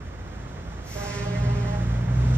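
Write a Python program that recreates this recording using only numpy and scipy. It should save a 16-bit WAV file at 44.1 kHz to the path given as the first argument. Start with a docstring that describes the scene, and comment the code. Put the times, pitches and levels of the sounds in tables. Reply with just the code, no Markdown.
"""A truck's six-cylinder diesel clatters and its exhaust throbs louder as the revs rise unevenly.
The exhaust is firing-locked tones over shaped noise; the clatter is noise knocking at each firing.
A parked engine drones on steady tones; compressed air hisses out as noise that dulls and dies.
A reedy air horn sounds for most of a second: wavering harmonics and a rasp, echoed by the yard."""
import sys
import numpy as np
from scipy import signal
from scipy.fft import rfft, irfft
from scipy.io import wavfile

SR = 44100
rng = np.random.default_rng(int(sys.argv[2]) if len(sys.argv) > 2 else 0)


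def wrap_up_sound(samples):
    """Save the sound to the file named by the first command line argument, as 16-bit audio."""
    columns = np.atleast_2d(samples).T
    # keep every value between -1 and 1, then stretch to whole-number steps
    tamed = np.clip(columns, -1, 1)
    steps = np.round(tamed * 32767).astype(np.int16)
    wavfile.write(sys.argv[1], SR, steps)


N = 104649
T, HZ = np.arange(N) / SR, np.fft.rfftfreq(N, 1 / SR)
CYLINDERS = 6

# truck firing rate, shared by exhaust and engine: time_s, firing_hz
FIRING_RATE = [(0, 56.86), (.93, 57.03), (1.02, 58.03), (1.23, 58.96), (1.4, 60.96), (1.47, 61.58),
               (1.7, 58.52), (1.9, 58.3), (2.1, 61.4), (2.2, 62.73), (2.37, 62.9)]


def amp(db):
    """Decibels to gain."""
    return 10 ** (np.asarray(db) / 20)


def curve(points):
    """Control curve at every sample, linear between points."""
    return np.interp(T, *np.transpose(points))


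def read(points, hz, column=1):
    """One table column, interpolated on a log-frequency axis."""
    table = np.transpose(points)
    return np.interp(np.log(hz + 1), np.log(table[0] + 1), table[column])


def waver(rate_hz):
    """Slow random signal of zero mean and unit RMS."""
    lowpass = np.exp(-(HZ / rate_hz) ** 2) * (HZ > 0)
    x = irfft(rfft(rng.standard_normal(N)) * lowpass, N)
    return x / x.std()


def complex_waver(rate_hz):
    """Independent in-phase and quadrature wavers: amplitude and phase both wander."""
    return waver(rate_hz) + 1j * waver(rate_hz)


def noise(spectrum):
    """Two unrelated Gaussian noises with the given density."""
    white = rfft(rng.standard_normal((2, N)))
    return irfft(white * amp(read(spectrum, HZ)), N) * np.sqrt(SR / 2)


def ports(pair, field):
    """Blend a shared and a stray sound into two microphone ports, by frequency."""
    ends = np.minimum(np.minimum(T, T[::-1]) / .003, 1)
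    shared, stray = rfft(pair * ends)
    likeness = np.clip(read(field, HZ), -1, 1)
    lead_rad = read(field, HZ, column=2)
    tilt = amp(read(field, HZ, column=3))
    blend = likeness * shared + np.sqrt(1 - likeness ** 2) * stray
    left = blend * tilt * np.exp(1j * lead_rad)
    level = np.sqrt(2 / (1 + tilt ** 2))  # holds the pair's total power
    return irfft(np.array([left, shared]) * level, N)


def orders(hz, table, unsteady, rate_hz, loose=True):
    """Unsteady tones locked to a cycle rate; start phases are random if loose, else aligned."""
    turns = np.cumsum(hz) / SR
    total = np.zeros(N)
    for multiple, level_db in table:
        tone = np.exp(2j * np.pi * (multiple * turns + loose * rng.random()))
        unsteadiness = 1 + unsteady * complex_waver(rate_hz)
        total += amp(level_db) * (tone * unsteadiness).real
    return np.sqrt(2) * total


# exhaust level: time_s, level_db
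EXHAUST_LEVEL = [(0, -57.5), (.8, -48), (1.0, -39), (1.2, -35), (1.35, -29.5), (1.47, -23), (1.56, -25.5),
                 (1.68, -28.5), (1.9, -26.5), (2.04, -27), (2.14, -24), (2.37, -21.5)]
# firing-rate boom: time_s, level_db
BOOM_LEVEL = [(0, -73), (.85, -38.5), (1.0, -37), (1.06, -45), (1.12, -38), (1.19, -36), (1.25, -43),
              (1.33, -46), (1.41, -30.5), (1.6, -31.5), (1.72, -34.5), (1.87, -27), (2.0, -28.5),
              (2.07, -34), (2.15, -24.5), (2.37, -27.5)]
# pipe bark at three times the firing rate: time_s, level_db
BARK_LEVEL = [(0, -58.5), (.6, -50), (.97, -49), (1.11, -36.5), (1.19, -44), (1.25, -36), (1.35, -33),
              (1.44, -38), (1.5, -39.5), (1.57, -40.5), (1.7, -35), (1.93, -33), (2.0, -44.5),
              (2.04, -35.5), (2.09, -40.5), (2.31, -40), (2.37, -48)]
# pulse harmonics: firing_multiple, db_re_exhaust_level
FIRING_HARMONICS = [(2, 0.5), (4, -21)]
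# uneven cylinders: engine_cycle_multiple, db_re_exhaust_level
UNEVEN_ORDERS = [(8, -26.5), (9, -19), (10, -12.5), (11, -22), (13, -22), (14, -21), (15, -17.5), (16, -17),
                 (17, -24.5), (20, -33), (22, -23.5)]
# turbulent rumble at the loudest exhaust: freq_hz, density_db_per_hz
RUMBLE_SPECTRUM = [(15, -81.5), (28, -97.5), (45, -56), (90, -57), (160, -54.5), (230, -60), (320, -84),
                   (600, -118)]
LOW_CUT_HZ = 50
RUMBLE_FOLLOWS_DB_PER_DB, RUMBLE_WIDTH = 0.71, 0.12


def exhaust():
    """Firing pulses thinned in the deep bass, uneven cylinder tones, and turbulent rumble."""
    firing_hz, level_db = curve(FIRING_RATE), curve(EXHAUST_LEVEL)
    boom = orders(firing_hz, [(1, 1.0)], unsteady=0.11, rate_hz=4.5, loose=False)
    boom *= amp(curve(BOOM_LEVEL))
    pulses = orders(firing_hz, FIRING_HARMONICS, unsteady=0.032, rate_hz=10, loose=False)
    pulses *= amp(level_db)
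    bark = orders(firing_hz, [(3, 0.016)], unsteady=0.044, rate_hz=7.9, loose=False)
    bark *= amp(curve(BARK_LEVEL))
    low_cut = signal.butter(2, LOW_CUT_HZ, "high", fs=SR)
    throb = signal.lfilter(*low_cut, boom + pulses + bark)
    uneven = orders(firing_hz / CYLINDERS, UNEVEN_ORDERS, unsteady=0.19, rate_hz=8.5)
    uneven *= amp(level_db)
    rumble_gain = amp(RUMBLE_FOLLOWS_DB_PER_DB * (level_db - level_db.max()))
    rumble, spread = noise(RUMBLE_SPECTRUM) * rumble_gain
    sides = RUMBLE_WIDTH * np.array([spread, -spread])
    balance_db = [[-.35], [.35]]
    return (uneven - throb + rumble + sides) * amp(balance_db)


# block tones: engine_cycle_multiple, level_db
BLOCK_TONES = [(9, -47), (14, -52.5), (18, -55), (21, -58.5), (27, -56.5), (33, -62), (39, -61)]
# clatter before its level curve: freq_hz, density_db_per_hz
CLATTER_SPECTRUM = [(20, -80.5), (45, -58.5), (100, -57), (200, -67), (330, -68.5), (550, -70), (800, -72),
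                    (1200, -73.5), (2000, -79), (2700, -87), (4400, -99), (9000, -115)]
# clatter gain: time_s, gain_db
CLATTER_GAIN = [(0, -5), (.45, -4.5), (.85, -3.5), (1.1, -3.5), (1.5, -1.5), (1.8, 1.2), (2.05, 1.2),
                (2.37, 2)]
# running hiss before its level curve: freq_hz, density_db_per_hz
FIZZ_SPECTRUM = [(1200, -100), (2500, -91.5), (3500, -88), (4400, -93), (5600, -91), (8000, -92.5),
                 (10500, -119.5), (13000, -104), (15200, -113)]
# running hiss gain: time_s, gain_db
FIZZ_GAIN = [(0, -5), (.5, -2.5), (.82, -1.5), (1.25, 3.5), (1.6, 2.5), (1.8, 3.5), (2.07, 0.5),
             (2.37, 7.5)]
# truck stereo: freq_hz, likeness, left_lead_rad, left_minus_right_db
TRUCK_FIELD = [(60, 1, -0.5, -1.5), (151, 0.86, -0.3, 0), (322, 0.96, 0.8, -3), (652, .6, -1.26, -7),
               (1140, 0.87, -2, -8), (1745, 0.81, 0, -6.5), (2290, 0.64, -1.3, 1), (2940, 0.32, -2.5, -5),
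               (4500, 0.52, -3, -.5), (5720, .6, -4.5, 1), (7330, 0.67, -3, 1.5), (8350, 1, -np.pi, -2),
               (11300, 1, -np.pi, -0.5), (12300, 0.45, -2.5, 0.5), (14450, .7, -3, -0.5)]
KNOCK_DEPTH, KNOCK_DECAY_CYCLES = 0.19, 0.16  # cycles of firing


def engine():
    """Block tones, noise that knocks and decays at each firing, and a fine running hiss."""
    firing_hz = curve(FIRING_RATE)
    block = orders(firing_hz / CYLINDERS, BLOCK_TONES, unsteady=0.54, rate_hz=10)
    firing_phase = np.cumsum(firing_hz) / SR % 1
    knock = 1 + KNOCK_DEPTH * np.exp(-firing_phase / KNOCK_DECAY_CYCLES)
    knock /= np.sqrt(np.mean(knock ** 2))
    clatter = noise(CLATTER_SPECTRUM) * knock * amp(curve(CLATTER_GAIN) + 0.74 * waver(25))
    fizz = noise(FIZZ_SPECTRUM) * amp(curve(FIZZ_GAIN) + 0.7 * waver(25))
    return block + ports(clatter + fizz, TRUCK_FIELD)


PARKED_HZ = 53.95
# parked engine tones: firing_multiple, level_db
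PARKED_TONES = [(1, -44), (2.5, -54.5)]


def parked_engine():
    """A low drone: two slightly unsteady tones at a constant firing rate."""
    return orders(np.full(N, PARKED_HZ), PARKED_TONES, unsteady=0.089, rate_hz=15)


# jet as the valve opens: freq_hz, density_db_per_hz
AIR_FRESH = [(800, -100), (2000, -79), (3000, -86), (4100, -88), (5800, -78), (8000, -87), (10500, -91),
             (12800, -85.5), (15200, -101)]
# jet once dulled: freq_hz, density_db_per_hz
AIR_DULLED = [(800, -93), (2000, -77.5), (3000, -82.5), (4100, -81), (5800, -76), (8000, -82.5),
              (10500, -96), (12800, -99.5), (15200, -108)]
# air stereo: freq_hz, likeness, left_lead_rad, left_minus_right_db
AIR_FIELD = [(393, 1, 1, -5), (613, 0.73, -1, -5), (810, 0.65, -2.5, -6), (1040, 0.61, -1.5, -9),
             (1700, 0.53, -7, -5), (2007, 0.69, -5.5, -2), (2820, 0.59, -11, -2.5),
             (5070, 0.83, -10.5, -3.5), (5600, .8, -11, 2.5), (7540, 0.47, -9.5, -0.5),
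             (8380, 1, -3 * np.pi, -0.5), (11500, 1, -3 * np.pi, 7), (11600, 0.21, -10, -3),
             (14200, 0.89, -7.5, 4)]
AIR_START_S, AIR_RISE_S, AIR_END_S = 0.83, 0.085, 1.156
AIR_FADE_DB_PER_S, AIR_DULL_S = 103.5, 0.27


def air_release():
    """A valve opens, air jets out, and the hiss dulls and dies as the pressure falls."""
    age_s = T - AIR_START_S
    fade_db = -AIR_FADE_DB_PER_S * np.maximum(T - AIR_END_S, 0)
    flow = np.clip(age_s / AIR_RISE_S, 0, 1) * amp(fade_db)
    spent = np.clip(age_s / AIR_DULL_S, 0, 1) ** 2
    jet = noise(AIR_FRESH) * np.sqrt(1 - spent) + noise(AIR_DULLED) * np.sqrt(spent)
    return ports(jet * flow * amp(.5 * waver(30)), AIR_FIELD)


# yard echo decay: freq_hz, t60_s
YARD_DECAY = [(200, 0.96), (800, 0.98), (3000, 0.74), (8000, 0.4)]


def yard(x):
    """Scattered echoes from trailers and paving, the treble dying first."""
    taps = rng.standard_normal((2, SR)) * (rng.random((2, SR)) < 2000 / SR)  # about 2000 per second
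    hz, t, z = signal.stft(taps, SR, nperseg=256)
    decay = amp(-60 * t / read(YARD_DECAY, hz)[:, None])
    tail = signal.istft(z * decay, SR, nperseg=256)[1]
    return signal.fftconvolve(x, tail / np.linalg.norm(tail[0]), axes=1)[:, :N]


# horn pitch before jitter: time_s, pitch_hz
HORN_PITCH_HZ = [(.95, 203.3), (1.01, 201.8), (1.05, 203.2), (1.17, 202.8), (1.25, 204), (1.3, 203.6),
                 (1.35, 204.9), (1.41, 203.2), (1.54, 203.9), (1.6, 201.7), (1.66, 205.2), (1.7, 204),
                 (1.78, 205.4)]
# horn harmonic balance: freq_hz, db_re_horn_db
HORN_BALANCE = [(203, -5.5), (407, -0.6), (610, -2), (814, -3.5), (1020, -5), (1220, -9), (1430, -9.5),
                (1630, -10.5), (1830, -10.5), (2040, -10), (2240, -16.5), (2450, -14), (2850, -14),
                (3800, -23), (4600, -19.5), (6000, -23.5), (8000, -29.5)]
# second harmonic swell: time_s, gain_db
SECOND_SWELL = [(.96, 3.5), (1.0, -12), (1.05, -1.5), (1.13, -8), (1.17, 6), (1.21, 3), (1.26, -3),
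                (1.32, 4), (1.355, 0), (1.39, -17), (1.44, 0.5), (1.5, -0.5), (1.6, 2), (1.7, 1.5),
                (1.76, -4.5)]
# third harmonic swell: time_s, gain_db
THIRD_SWELL = [(.95, 6.5), (1.02, 6), (1.07, -3), (1.11, 5), (1.165, -8), (1.205, 4.5), (1.24, -5),
               (1.27, 8), (1.31, -3.5), (1.35, 4), (1.425, -11.5), (1.485, 2.5), (1.53, -10), (1.56, -2.5),
               (1.66, 0), (1.72, -2), (1.77, 1.5)]
# fourth harmonic swell: time_s, gain_db
FOURTH_SWELL = [(.98, 0), (1.06, 3), (1.12, -1.5), (1.18, -2.5), (1.23, -2), (1.28, 5), (1.32, -1.5),
                (1.45, -1), (1.51, 6.5), (1.55, -7), (1.6, 6.5), (1.64, 1), (1.71, 5), (1.77, 3)]
# brief flares of the harmonics near 2 kHz: time_s, gain_db
FLARE_SWELL = [(1.0, 2.5), (1.08, -4.5), (1.13, 5.5), (1.17, 1), (1.22, 3.5), (1.29, -5.5), (1.35, 6.5),
               (1.42, -5), (1.49, 2), (1.53, -7.5), (1.58, -2), (1.61, -6), (1.655, 3), (1.71, -3.5),
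               (1.78, -5.5)]
# air rasping through the horn, before flow: freq_hz, density_db_per_hz
RASP_SPECTRUM = [(200, -100), (500, -76.5), (800, -73.5), (1300, -76.5), (1800, -77), (2400, -82.5),
                 (3200, -89.5), (6000, -105)]
# horn stereo: freq_hz, likeness, left_lead_rad, left_minus_right_db
HORN_FIELD = [(400, .9, -.6, -5.5), (610, .8, -1.55, -5.5), (810, 0.52, -2.5, -6), (1020, .65, -1.54, -7.5),
              (1300, .55, -1.4, -6), (1600, .65, 0, -4), (2050, .75, 0, -3.5), (2520, .65, 1, -1.5),
              (2840, .6, 2.5, -1.5), (5400, 0.55, 1.8, -0.5), (8300, 1, np.pi, -1)]
HORN_START_S, HORN_END_S, HORN_RISE_S, HORN_FADE_S = 0.95, 1.756, .012, 0.17
HORN_DB, HORN_JITTER = -40.5, 0.0075  # jitter: RMS fraction of pitch
HORN_BLOOM_S = 0.013  # extra rise time per harmonic above the third
HORN_DULL_DB_PER_S = 6.5  # sag of harmonics without a swell curve
RASP_PUFF_CYCLES, RASP_FADE_DB_PER_S, RASP_RISE_S = .3, 14, 0.043


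def horn(fading=0.92, fading_hz=22, strong_fading=0.16, flare_fading=0.55, wet_db=-13, count=39):
    """An air-blown diaphragm buzzes and rasps; high harmonics rise slower and stop sooner."""
    pitch_hz = curve(HORN_PITCH_HZ)
    turns = np.cumsum(pitch_hz * (1 + HORN_JITTER * waver(90))) / SR
    swells = {2: SECOND_SWELL, 3: THIRD_SWELL, 4: FOURTH_SWELL}
    age_s, after_s = T - HORN_START_S, np.maximum(T - HORN_END_S, 0)
    pair = np.zeros((2, N))
    for k in range(1, count + 1):
        onset = np.clip(age_s / (HORN_RISE_S + HORN_BLOOM_S * max(k - 3, 0)), 0, 1)
        release = np.exp(-k * after_s / HORN_FADE_S)
        swell_db, depth = -HORN_DULL_DB_PER_S * age_s, fading
        if k in swells:
            swell_db, depth = curve(swells[k]), strong_fading
        elif k in (9, 10, 11):
            swell_db, depth = curve(FLARE_SWELL), flare_fading
        level_db = HORN_DB + read(HORN_BALANCE, k * pitch_hz.mean()) + swell_db
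        carrier = np.exp(2j * np.pi * (k * turns + rng.random()))
        tone = amp(level_db) * onset * release * carrier
        shared = (1 + depth * complex_waver(fading_hz)) / np.sqrt(1 + 2 * depth ** 2)
        stray = complex_waver(fading_hz) / np.sqrt(2)
        pair += np.sqrt(2) * np.array([tone * shared, tone * stray]).real
    flow = np.clip(age_s / RASP_RISE_S, 0, 1) * amp(-RASP_FADE_DB_PER_S * age_s)
    flow *= np.exp(-10 * after_s / HORN_FADE_S)
    puffs = np.exp(-(turns % 1) / RASP_PUFF_CYCLES)
    pair += noise(RASP_SPECTRUM) * flow * puffs / np.sqrt(np.mean(puffs ** 2))
    return ports(pair + amp(wet_db) * yard(pair), HORN_FIELD)


def scene():
    """Sum of everything heard in the yard."""
    return exhaust() + engine() + parked_engine() + air_release() + horn()


EDGE_HZ = 15400


def record(dry):
    """The recorder's zero-phase band limit, with a 4 ms fade at each end."""
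    ends = np.minimum(np.minimum(T, T[::-1]) / .004, 1)
    lowpass = signal.firwin(255, EDGE_HZ, window=("kaiser", 9), fs=SR)
    return signal.filtfilt(lowpass, 1, dry * ends)


dry = scene()
out = record(dry)
wrap_up_sound(out)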